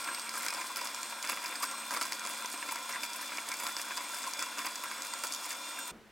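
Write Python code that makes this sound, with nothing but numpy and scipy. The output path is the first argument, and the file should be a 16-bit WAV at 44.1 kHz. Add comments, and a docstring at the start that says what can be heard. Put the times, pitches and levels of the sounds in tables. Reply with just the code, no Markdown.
"""Wet, crunching crackle over the buzz and whine of a motor: a slow juicer on a kitchen counter.
The auger grinds leaves and fruit into dense grains that ring the plastic bowl; stalks snap against
the strainer, air pockets squelch out of the pulp, juice spits and hard chunks thud in the housing.
The mains motor sags under the bites, and its cooling air hisses evenly.
Near the end the sound cuts off abruptly, leaving a soft low bump in a quiet room."""
import sys
import numpy as np
from scipy import signal
from scipy.fft import rfft, irfft, next_fast_len
from scipy.io import wavfile
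from scipy.ndimage import uniform_filter1d

SR = 44100
rng = np.random.default_rng(int(sys.argv[2]) if len(sys.argv) > 2 else 0)


def store_pcm(level_fs):
    """Save levels as 16-bit WAV."""
    pcm = np.round(np.clip(level_fs, -1, 1) * 32767).astype(np.int16)
    wavfile.write(sys.argv[1], SR, np.atleast_2d(pcm).T)


N = 269454
TIME = np.arange(N) / SR
CUT_S, MAINS_HZ = 5.912, 59.98

# The auger bites into produce. Each row: start in seconds, length in seconds,
# relative level of crushed pulp in dB, relative level of torn leaves in dB.
AUGER_BITES = [(0.08, 0.086, -62, -53), (0.335, 0.15, -43, -46), (0.535, 0.13, -44.5, -47.5),
               (0.761, 0.096, -43, -48), (1.227, 0.022, -45, -46), (1.278, 0.05, -40, -44),
               (1.419, 0.1, -45.5, -51.5), (1.618, 0.018, -37.5, -38.5), (1.911, 0.061, -41.5, -45),
               (2.01, 0.039, -42.5, -39.5), (2.12, 0.025, -47, -43), (2.245, 0.1, -43, -48.5),
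               (2.617, 0.1, -45, -53.5), (2.677, 0.1, -52, -56), (2.881, 0.068, -43, -51),
               (3.013, 0.039, -56, -43.5), (3.2, 0.042, -47, -47), (3.28, 0.049, -42, -66),
               (3.459, 0.074, -45.5, -49), (3.587, 0.11, -43, -47), (3.766, 0.052, -52, -47.5),
               (3.889, 0.033, -47, -60), (4.118, 0.14, -48, -49), (4.25, 0.027, -43, -48),
               (4.381, 0.057, -43, -48), (4.566, 0.028, -40, -45), (4.644, 0.02, -38.5, -45),
               (4.74, 0.14, -51.5, -59), (4.905, 0.023, -46, -49), (5.021, 0.04, -49, -53),
               (5.231, 0.018, -52, -41), (5.304, 0.034, -64, -45), (5.44, 0.1, -49, -50.5)]
# The loudest stalks and fruit breaking. Each row: start in seconds, snap level in dB,
# snap centre in Hz, relative knock level in dB, knock centre in Hz.
LOUD_CRACKS = [(0.045, -38.5, 5000, -45, 1400), (0.075, -52, 3830, -33.5, 1400),
               (0.087, -47, 5000, -34.5, 1610), (0.147, -35, 4840, -40, 2330),
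               (0.196, -36.5, 4800, -58, 960), (0.293, -34.5, 5740, -47, 2230),
               (0.341, -47, 5000, -39, 1360), (0.374, -41.5, 4920, -40, 1300),
               (0.464, -33, 5100, -34, 2150), (0.484, -31, 5100, -35, 2365),
               (0.505, -35.5, 5000, -47, 2300), (0.527, -46, 5000, -36, 2270),
               (0.538, -35.5, 8540, -50, 2200), (0.547, -38, 5200, -50, 1000),
               (0.576, -41, 5000, -48, 1400), (0.76, -34.5, 11300, -42, 1350),
               (0.769, -37, 5000, -45, 1403), (0.79, -40, 4900, -48, 2400), (0.814, -38, 5000, -39, 1020),
               (0.855, -38, 4820, -40, 1430), (0.872, -36, 4990, -50, 1400), (0.946, -35, 5840, -43, 1339),
               (1.031, -34.5, 6900, -43, 2410), (1.124, -51, 5040, -37, 974),
               (1.227, -34.5, 6820, -55, 1555), (1.243, -47, 4500, -34.5, 2530),
               (1.274, -37, 4970, -44, 1000), (1.291, -39, 4886, -37, 1100), (1.297, -33, 3840, -34, 1390),
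               (1.319, -45, 4980, -40, 1030), (1.373, -45, 5000, -36, 1350), (1.445, -48, 4980, -39, 1020),
               (1.459, -34.5, 4930, -52, 1552), (1.556, -36.5, 4960, -42, 1606),
               (1.629, -40, 5260, -43, 1500), (1.636, -38, 5260, -32.5, 1002),
               (1.713, -38.5, 6100, -45, 1403), (1.908, -37, 5980, -34, 1599),
               (1.937, -42, 5190, -39, 1506), (1.965, -36, 4484, -38, 1370), (1.971, -42, 5540, -33, 1980),
               (2.013, -32.5, 4690, -36, 1406), (2.017, -39, 4800, -33, 1390),
               (2.026, -35, 5070, -46, 2300), (2.033, -35, 5010, -45, 969), (2.053, -39, 7400, -35.5, 1023),
               (2.122, -32, 5000, -35, 2420), (2.131, -35, 5170, -42, 1091),
               (2.195, -37.5, 6530, -59, 1400), (2.251, -38, 5020, -38, 1005),
               (2.263, -39, 7000, -48, 1403), (2.272, -37.5, 6990, -46, 1500),
               (2.446, -48, 10970, -34.5, 995), (2.459, -36, 6210, -43, 990), (2.54, -59, 3964, -39, 1258),
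               (2.627, -56, 4493, -36.5, 1780), (2.689, -46, 3790, -35, 2180),
               (2.721, -38, 8950, -40, 1027), (2.758, -36.5, 5075, -37, 2500),
               (2.894, -43, 4993, -36.5, 1080), (2.926, -39, 5980, -45, 1407),
               (3.034, -35, 5000, -33.5, 2260), (3.047, -42, 5200, -46, 1400),
               (3.133, -38.5, 6020, -55, 1394), (3.211, -40, 5010, -46, 1397),
               (3.373, -38.5, 5500, -43, 2182), (3.384, -48, 6810, -32.5, 2260),
               (3.488, -34.5, 8050, -50, 2215), (3.517, -34.5, 5810, -40, 2280),
               (3.54, -39, 7000, -41, 1397), (3.599, -42, 8500, -40, 1390), (3.635, -38, 6990, -38.5, 966),
               (3.667, -34, 3570, -36, 2328), (3.767, -32.5, 4900, -37.5, 2710),
               (3.796, -46, 5000, -39, 2720), (3.82, -43, 6030, -51, 1398), (3.909, -56, 4990, -36, 1597),
               (3.972, -34.5, 4944, -42, 1039), (3.977, -34.5, 4924, -36, 1006),
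               (4.144, -39.5, 5000, -44, 1605), (4.195, -47, 5500, -50, 1402),
               (4.231, -37.5, 7140, -51, 1000), (4.241, -48, 5060, -38, 1316),
               (4.266, -43, 5000, -40, 1050), (4.336, -33.5, 6490, -43, 998),
               (4.393, -33.5, 4990, -38, 1582), (4.425, -32, 6980, -38, 1606),
               (4.465, -46, 4983, -37.5, 1000), (4.591, -39, 5000, -37.5, 1013),
               (4.617, -43, 4980, -40, 1997), (4.647, -45, 5000, -38, 2426),
               (4.666, -36, 10710, -37.5, 1050), (4.757, -35.5, 5300, -48, 1091),
               (4.837, -41, 7000, -37, 2400), (4.913, -47, 5000, -37.5, 1095),
               (5.021, -35, 7000, -49, 1147), (5.137, -34.5, 7400, -38.5, 1033),
               (5.237, -34.5, 6730, -34, 1359), (5.246, -39.5, 5020, -38, 1060),
               (5.27, -35.5, 6770, -56, 1400), (5.323, -33.5, 5690, -59, 2700),
               (5.337, -34.5, 6750, -62, 2400), (5.348, -34, 5030, -65, 1410),
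               (5.362, -39, 5000, -60, 1400), (5.506, -36, 8180, -53, 941), (5.529, -40, 5970, -54, 1397)]
# The loudest air pockets in the pulp. Each row: start in seconds, pitch in Hz, relative level in dB.
LOUD_SQUELCHES = [(0.079, 1660, -34.5), (0.338, 1300, -34), (0.494, 2320, -34), (1.292, 1060, -33.5),
                  (1.63, 1520, -35), (0.694, 1043, -36), (1.038, 1050, -44), (1.604, 1000, -36),
                  (1.734, 1050, -37), (2.957, 1050, -42), (3.99, 1000, -41), (4.81, 1080, -42),
                  (2.049, 1020, -36.5), (2.715, 994, -37), (3.224, 1880, -38.5), (3.31, 2204, -45),
                  (3.377, 2270, -39), (3.51, 2247, -34.5), (3.907, 1590, -35.5), (4.264, 1017, -34.5),
                  (4.585, 1050, -43), (4.915, 2060, -41), (5.234, 1370, -40), (5.78, 1510, -40)]
# Juice spitting through the strainer. Each row: start in seconds, level in dB.
JUICE_SPITS = [(0.132, -49), (0.376, -41), (0.422, -43), (0.446, -41), (0.768, -38.5), (1.29, -39),
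               (1.318, -40), (1.598, -44), (1.629, -37.5), (1.936, -38), (1.965, -44), (2.013, -42),
               (2.29, -41.5), (2.72, -38.5), (2.89, -43), (3.158, -42.5), (3.215, -42), (3.486, -43),
               (3.598, -41), (3.634, -40), (4.655, -41), (4.834, -42), (5.235, -40.5), (5.454, -42.5),
               (5.49, -43.5), (5.788, -41), (5.873, -42)]
# Hard chunks shifting against the auger. Each row: start in seconds, level in dB.
CHUNK_THUDS = [(0.088, -54), (1.295, -63), (1.636, -58), (2.252, -59), (2.446, -48), (2.54, -49),
               (3.035, -54), (3.385, -53), (3.636, -48), (5.24, -49.5)]
# The motor sagging and picking up again. Each row: time in seconds, shaft turns per second.
SHAFT_SPEEDS = [(0.02, 228.9), (0.1, 229.4), (0.15, 229.4), (0.24, 228.4), (0.3, 226.7), (0.39, 227.7),
                (0.48, 225), (0.75, 225.4), (0.81, 222.4), (0.96, 227.6), (1.12, 227.2), (1.21, 225.1),
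                (1.25, 223.4), (1.35, 222.7), (1.42, 225.8), (1.47, 223.7), (1.69, 229.1), (1.89, 226.5),
                (2.13, 222.9), (2.53, 226.8), (2.62, 227), (2.76, 222), (2.92, 227.3), (3.05, 221.6),
                (3.21, 226.9), (3.35, 222.1), (3.44, 226.3), (3.48, 221.7), (3.58, 225), (3.65, 220.4),
                (3.71, 224.2), (3.79, 221), (3.85, 226.6), (3.97, 221.6), (4.06, 226.7), (4.16, 225.2),
                (4.24, 223.4), (4.33, 224.1), (4.43, 219.7), (4.49, 225.3), (4.54, 226.3), (4.58, 222.6),
                (4.76, 222), (4.87, 226.8), (4.94, 222.3), (5.18, 228.6), (5.27, 224.2), (5.48, 226.7),
                (5.55, 223.8), (5.69, 227.4), (5.82, 228), (5.9, 227.2)]
# The whine: the partials at or near whole multiples of the shaft rate (1, 6, 12, 18, 24, 30, 36) # are fan and
# commutator, the others gears and bearings. # Each row: multiple of the shaft rate, level in dB, dB gained per
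# Hz of shaft speed, # dB gained per second, phase flutter at average speed in radians.
WHINE_PARTIALS = [(0.994, -67.5, 0, -0.4, 0.34), (4.573, -59, -0.5, -1, 0.46), (6, -58, 1, -0.5, 0.3),
                  (7.07, -63.5, 0.5, -1.5, 0.27), (10.79, -62.5, -1.5, -1, 0.28),
                  (12.06, -64.5, 0.7, 1.8, .6), (15.815, -55.5, -0.5, 0.4, .8),
                  (18.13, -61, 0.6, -0.5, .25), (22.1, -61.5, -1, -0.5, 0.27), (24.2, -61.5, 1.35, 0.5, .2),
                  (30, -62, 0.6, 2.5, .2), (36.02, -53.5, 0.86, -0.16, .2)]
# The motor's magnetic buzz. Each row: multiple of the mains frequency, level in dB.
BUZZ_HARMONICS = [(16, -61.5), (24, -57.5), (32, -70), (40, -56.5), (48, -72), (56, -56.3)]
# The broad tone of the plastic bowl and housing. Each row: frequency in Hz, gain in dB.
BOWL_EQ = [(30, -39), (70, -26), (150, -24), (210, -15.5), (280, -9.5), (440, -12.5), (510, -9),
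           (780, -10.5), (950, -0.2), (1200, -2), (1800, -4), (2300, 0), (2800, -10.5), (3200, -11),
           (7000, -26)]
# The ring of the bowl and housing. Each row: centre in Hz, width in Hz, boost in dB.
BOWL_RESONANCES = [(297.6, 66, 8.8), (394, 11, 1.9), (560, 71, 5.9), (708, 36, 7.3), (1008, 140, 4.7),
                   (1361, 29, 8.7), (1598, 58, 6.9), (2708, 97, 8.4)]
# The bright tone of tearing fibres. Each row: frequency in Hz, gain in dB.
FIBRE_EQ = [(300, -41), (1500, -17.5), (3000, -6), (3900, -4.5), (4400, -4), (4900, -0.5), (6100, -2),
            (7200, -1), (8500, -2.5), (9500, -5), (11200, -10), (12800, -11), (15500, -9.5)]
# The brief ring of the strainer. Each row: centre in Hz, width in Hz, boost in dB.
STRAINER_RESONANCES = [(4560, 91, 6.5), (4910, 130, 2.7), (5340, 120, 3), (7000, 180, 2.4),
                       (11070, 620, 5.9)]
# The sizzle of juice spray. 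Each row: frequency in Hz, gain in dB.
SPRAY_EQ = [(2000, -38), (6000, -7), (9500, 2), (12500, -1.5), (15500, -6)]
# The dull tone of a thud through the housing. Each row: frequency in Hz, gain in dB.
HOUSING_EQ = [(40, -38), (130, -16), (250, -1), (420, -2), (600, -1), (900, 2), (1500, -13), (4000, -40)]
# The hiss of the cooling air. Each row: frequency in Hz, gain in dB.
FAN_EQ = [(300, -36), (1500, -27.5), (3000, -4), (4900, -3), (8500, -5.5), (11200, -9), (15500, -15)]
# The room tone. Each row: frequency in Hz, gain in dB.
ROOM_EQ = [(18, -46), (30, -10), (92, -19), (167, -9), (195, -13), (222, 0), (260, -27), (437, -15),
           (485, -17), (1920, -19), (15000, -40)]
# The juicer's stereo width. Each row: frequency in Hz, gain of the side signal in dB.
SIDE_EQ = [(100, -38), (1300, -79), (2400, -22.5), (3800, -10), (6000, -13.5), (9500, -14.5), (12000, -6.5),
           (15000, -4.5)]


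def crushing():
    """The auger grinds pulp against the strainer; its grains and an even gear rumble ring the bowl."""
    pulp = 0.72 * grains(per_s=200, spread_db=3.5, cap_db=3.5, decay_s=0.0028, click=0.68)
    pockets = np.zeros(N)
    for centre_hz in np.arange(600, 2900, 280):  # wet pockets collapse in flurries, a pitch per size
        flurry = undb(4 * wander(38))
        pops = grains(per_s=90, spread_db=3, cap_db=5, decay_s=0.0051)
        pockets += flurry * band(pops, centre_hz, width_hz=242)
    idle_db = -49 - 0.5 * (TIME - TIME.mean())  # the pulp thins out as the juice drains
    pressure = auger_pressure(idle_db, [(start, length, db) for start, length, db, _ in AUGER_BITES])
    crunch = (pulp + 0.56 * pockets) * pressure * undb(11)
    gear_eq = [(100, -35), (300, -38), (700, -33), (1200, -36.5), (2500, -44)]
    gears = colour(rng.standard_normal(N), gear_eq)
    return colour(crunch + gears, BOWL_EQ, BOWL_RESONANCES) * undb(-1)


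def tearing(pressure):
    """Leaf fibres tear against the strainer in short runs of bright, wet crackle."""
    crackle = 0.8 * grains(per_s=150, spread_db=2.6, cap_db=7.5, decay_s=0.0018, click=0.8)
    for centre_hz in (4650, 7400, 9950, 13100):  # fibres of different thickness
        fibres = grains(per_s=100, spread_db=2, cap_db=8, decay_s=0.0025, click=0.7)
        crackle += 1.03 * band(fibres, centre_hz, width_hz=centre_hz / 4)
    sparkle = grains(per_s=70, spread_db=3, cap_db=9, decay_s=0.001, click=1)
    crackle += 0.9 * band(sparkle, centre_hz=12000, width_hz=6000)
    runs = undb(2 * wander(45))
    return unit_rms(colour(runs * crackle, FIBRE_EQ, STRAINER_RESONANCES)) * pressure * undb(2)


def auger_pressure(idle_db, bites):
    """The crackle's envelope: uneven idle grinding that swells with each bite."""
    idle = undb(idle_db + 2 * wander(28))
    bite_power = sum((undb(db) * bite(start, length)) ** 2 for start, length, db in bites)
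    return np.sqrt(idle ** 2 + bite_power)


def bite(start, length, attack_s=0.008, release_s=0.025):
    """The pressure of one bite: a quick rise, a hold, a release."""
    since = np.maximum(TIME - start, 0)
    return (1 - np.exp(-since / attack_s)) * np.exp(-np.maximum(since - length, 0) / release_s)


def cracks():
    """Each break is a sharp snap that rings the strainer and a duller knock that rings the bowl."""
    out = np.zeros(N)
    for start, snap_db, snap_hz, knock_db, knock_hz in LOUD_CRACKS + small_cracks():
        snap = burst(decay_s=0.0015, tail_db=-18, tail_s=0.009)
        snap[0] += 3.8  # the break itself arrives before its reflections
        snap_peaks = [(snap_hz, 1600, 7), (4900, 400, 2), (14000, 7000, -3.5)]  # wet pulp dulls the top
        snap = colour(snap, FIBRE_EQ, STRAINER_RESONANCES + snap_peaks)
        knock = burst(decay_s=0.004, tail_db=-16, tail_s=0.016)
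        knock[0] += 5
        knock_peaks = [(knock_hz, 260, 8), (400, 600, -4)]  # too light to move the housing much
        knock = colour(knock, BOWL_EQ, BOWL_RESONANCES + knock_peaks)
        add_hit(out, start, snap, snap_db, over_s=0.004)
        add_hit(out, start, knock, knock_db - 2.5, over_s=0.01)
    return out


def small_cracks():
    """Lesser breaks come at random, more often during a bite; rows as in LOUD_CRACKS."""
    per_s = 7 + 14 * sum(bite(start, length) for start, length, *_ in AUGER_BITES)
    count_due = np.cumsum(per_s) / SR
    draws = rng.random((200, 3))
    levels_db = (-45, -51) + 1.8 * rng.uniform(-1.7, 1.7, (200, 2))
    rows = []
    for k, ((jitter, snap_pitch, knock_pitch), (snap_db, knock_db)) in enumerate(zip(draws, levels_db)):
        if k + jitter < count_due[-1]:
            start = np.interp(k + jitter, count_due, TIME)
            snap_hz = np.interp(snap_pitch, (0, 1), (4900, 8250))
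            knock_hz = np.interp(knock_pitch, (0, 1), (970, 2480))
            rows.append((start, snap_db, snap_hz, knock_db, knock_hz))
    return rows


def squelches(scatter_octaves=0.11, ring_s=0.0045):
    """Each air pocket squeezed out of the pulp breaks into five short-lived bubbles around its pitch."""
    out, t = np.zeros(N), TIME[:2048]
    envelope = (1 - np.exp(-t / 0.00088)) * np.exp(-t / ring_s)
    for start, pocket_hz, db in LOUD_SQUELCHES + small_squelches():
        for lag, detune, strength in rng.random((5, 3)):
            bubble_hz = pocket_hz * 2 ** (scatter_octaves * (2 * detune - 1))
            cycles = bubble_hz * (t + 0.53 * t ** 2)  # a slight upward chirp
            bubble = envelope * np.sin(2 * np.pi * cycles)
            add(out, start + 0.018 * lag, undb(db + 0.5) * (0.5 + strength) * bubble)
    return out


def small_squelches(per_s=12):
    """Lesser pockets burst at random times and pitches; rows as in LOUD_SQUELCHES."""
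    jitter, pitch = rng.random((120, 2)).T
    starts = (np.arange(120) + jitter) / per_s
    pitches_hz = np.interp(pitch, (0, 1), (1100, 2500))
    levels_db = -49 + 1.5 * rng.uniform(-1.7, 1.7, 120)
    return [(start, hz, db) for start, hz, db in zip(starts, pitches_hz, levels_db) if start < CUT_S]


def spits(ticks_per_s=2500):
    """Juice spits through the strainer: tiny films burst in a fine, bright spray that dies away."""
    out, t = np.zeros(N), TIME[:2048]
    envelope = (1 - np.exp(-t / 0.0018)) * np.exp(-t / 0.008)
    for start, db in JUICE_SPITS:
        ticks = (rng.random(len(t)) < ticks_per_s / SR) * rng.standard_normal(len(t))
        hiss = 0.14 * rng.standard_normal(len(t))
        add_hit(out, start, colour((ticks + hiss) * envelope, SPRAY_EQ), db, over_s=0.008)
    return out


def thuds():
    """Hard chunks shift against the auger and thud through the housing."""
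    out = np.zeros(N)
    for start, db in CHUNK_THUDS:
        push = burst(decay_s=0.007, tail_db=-18, tail_s=0.02)
        push[0] += 6
        add_hit(out, start, colour(push, HOUSING_EQ, BOWL_RESONANCES), db, over_s=0.015)
    return out


def motor():
    """A rough, wavering whine that follows the shaft, and a magnetic buzz locked to the mains."""
    tremble_hz = 0.45 * wander(40)  # the auger grips and slips
    shaft_hz = uniform_filter1d(curve(SHAFT_SPEEDS), size=1024) + tremble_hz
    turns = np.cumsum(shaft_hz) / SR
    sag_hz = shaft_hz.mean() - shaft_hz
    strain = undb(sag_hz / 2)  # a labouring motor runs rougher
    out = np.zeros(N)
    for order, db, db_per_hz, db_per_s, flutter_rad in WHINE_PARTIALS:
        flutter = flutter_rad * strain * wander(130)  # play in the bearings smears each partial
        level_db = db - db_per_hz * sag_hz + db_per_s * (TIME - TIME.mean()) + 2.2 * wander(28)
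        out += undb(level_db) * np.sin(2 * np.pi * order * turns + flutter)
    for order, db in BUZZ_HARMONICS:
        level_db = db + wander(8)
        phase = 2 * np.pi * (order * MAINS_HZ * TIME + rng.random()) + 0.08 * wander(50)
        out += undb(level_db) * np.sin(phase)
    return np.sqrt(2) * out


def fan():
    """The even hiss of the motor's cooling air."""
    return undb(-49.5) * noise(FAN_EQ)


def quiet_room():
    """Low room tone with a little stereo width, and a soft bump that dies away in it."""
    air = undb(-59) * noise(ROOM_EQ)
    side = undb(-71) * noise(ROOM_EQ)
    bump = noise([(20, -9), (50, 5), (100, -13), (170, 1), (300, 5), (450, 0), (700, -5),
                  (1500, -10), (4000, -36.5)])
    bump_db = curve([(5.88, -80), (5.91, -51), (5.945, -51.5), (5.98, -56.5), (6.06, -66)])
    return np.array([air + side, air - side]) + undb(bump_db) * bump


def grains(per_s, spread_db, cap_db, decay_s, click=0):
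    """Tiny random breaks of uneven strength, each a dying puff of noise with an optional click."""
    size_db = np.minimum(spread_db * rng.exponential(size=N), cap_db)
    ticks = (rng.random(N) < per_s / SR) * rng.choice([-1, 1], N) * undb(size_db)
    energy = signal.lfilter([1], [1, -np.exp(-2 / (decay_s * SR))], ticks ** 2 + 1e-18)
    puffs = np.sqrt(energy) * rng.standard_normal(N)
    return unit_rms(click * unit_rms(ticks) + unit_rms(puffs))


def burst(decay_s, tail_db, tail_s):
    """A dying scatter of reflections: quick inside the bowl, then a weak tail from the kitchen."""
    t = TIME[:4096]
    return rng.standard_normal(len(t)) * (np.exp(-t / decay_s) + undb(tail_db) * np.exp(-t / tail_s))


def colour(x, eq, resonances=()):
    """Shape a sound with a broad EQ curve (Hz, dB) and peaks or dips (centre Hz, width Hz, dB)."""
    size = 2 * next_fast_len(len(x) // 2 + 2048)
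    hz = np.maximum(np.fft.rfftfreq(size, 1 / SR), 1)
    eq_hz, eq_db = np.transpose(eq)
    db = np.interp(np.log(hz), np.log(eq_hz), eq_db)
    for centre, width, peak in resonances:
        db += peak / (1 + (2 * (hz - centre) / width) ** 2)
    cepstrum = irfft(db * np.log(10) / 20)
    cepstrum[1:size // 2] *= 2  # minimum phase, so the ring follows the hit
    cepstrum[size // 2 + 1:] = 0
    return irfft(rfft(x, size) * np.exp(rfft(cepstrum)))[:len(x)]


def band(x, centre_hz, width_hz):
    """One resonance, gain 1 at its centre."""
    return signal.lfilter(*signal.iirpeak(centre_hz, centre_hz / width_hz, fs=SR), x)


def noise(eq):
    """Steady coloured noise with an rms of one."""
    return unit_rms(colour(rng.standard_normal(N), eq))


def wander(per_s):
    """Smooth random modulation with a spread near one."""
    hold = int(SR / per_s)
    steps = np.repeat(rng.standard_normal(N // hold + 1), hold)
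    return 1.36 * uniform_filter1d(uniform_filter1d(steps, hold), hold)[:N]


def curve(points):
    """An automation line through (seconds, value) points."""
    return np.interp(TIME, *np.transpose(points))


def add_hit(out, start_s, sound, db, over_s):
    """Mix in a hit with the energy of a level of db held for over_s."""
    add(out, start_s, undb(db) * unit_rms(sound) * np.sqrt(over_s * SR / len(sound)))


def add(out, start_s, sound):
    """Mix a sound in from start_s."""
    start = max(int(start_s * SR), 0)
    out[start:start + len(sound)] += sound[:N - start]


def undb(db):
    """Decibels to gain."""
    return 10 ** (np.asarray(db) / 20)


def unit_rms(x):
    """Scale to an rms of one."""
    return x / np.sqrt(np.mean(x ** 2) + 1e-20)


def scene():
    """The juicer sits centre; crackle all round the bowl and counter reflections widen its treble."""
    tones_and_snaps = motor() + cracks() + spits()
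    leaf_bites = [(start, length, db) for start, length, _, db in AUGER_BITES]
    leaf_pressure = auger_pressure(idle_db=-53.5, bites=leaf_bites)
    juicer = tones_and_snaps + crushing() + thuds() + squelches() + tearing(leaf_pressure) + fan()
    reflections = burst(decay_s=0.006, tail_db=-12, tail_s=0.03)
    reflected = signal.fftconvolve(tones_and_snaps, reflections / np.linalg.norm(reflections))[:N]
    side = colour(reflected + tearing(leaf_pressure) + fan(), SIDE_EQ)
    juicer_gate = np.clip((CUT_S - TIME) / 0.009 + 0.5, 0, 1)
    room_gate = np.clip((TIME - CUT_S) / 0.0096 + 1, 0, 1)
    return juicer_gate * np.array([juicer + side, juicer - side]) + room_gate * quiet_room()


def record(dry):
    """A steep low-pass takes off the treble above 15.9 kHz."""
    return signal.sosfilt(signal.ellip(10, 0.2, 75, 15900, fs=SR, output="sos"), dry)


dry = scene()
out = record(dry)
store_pcm(out)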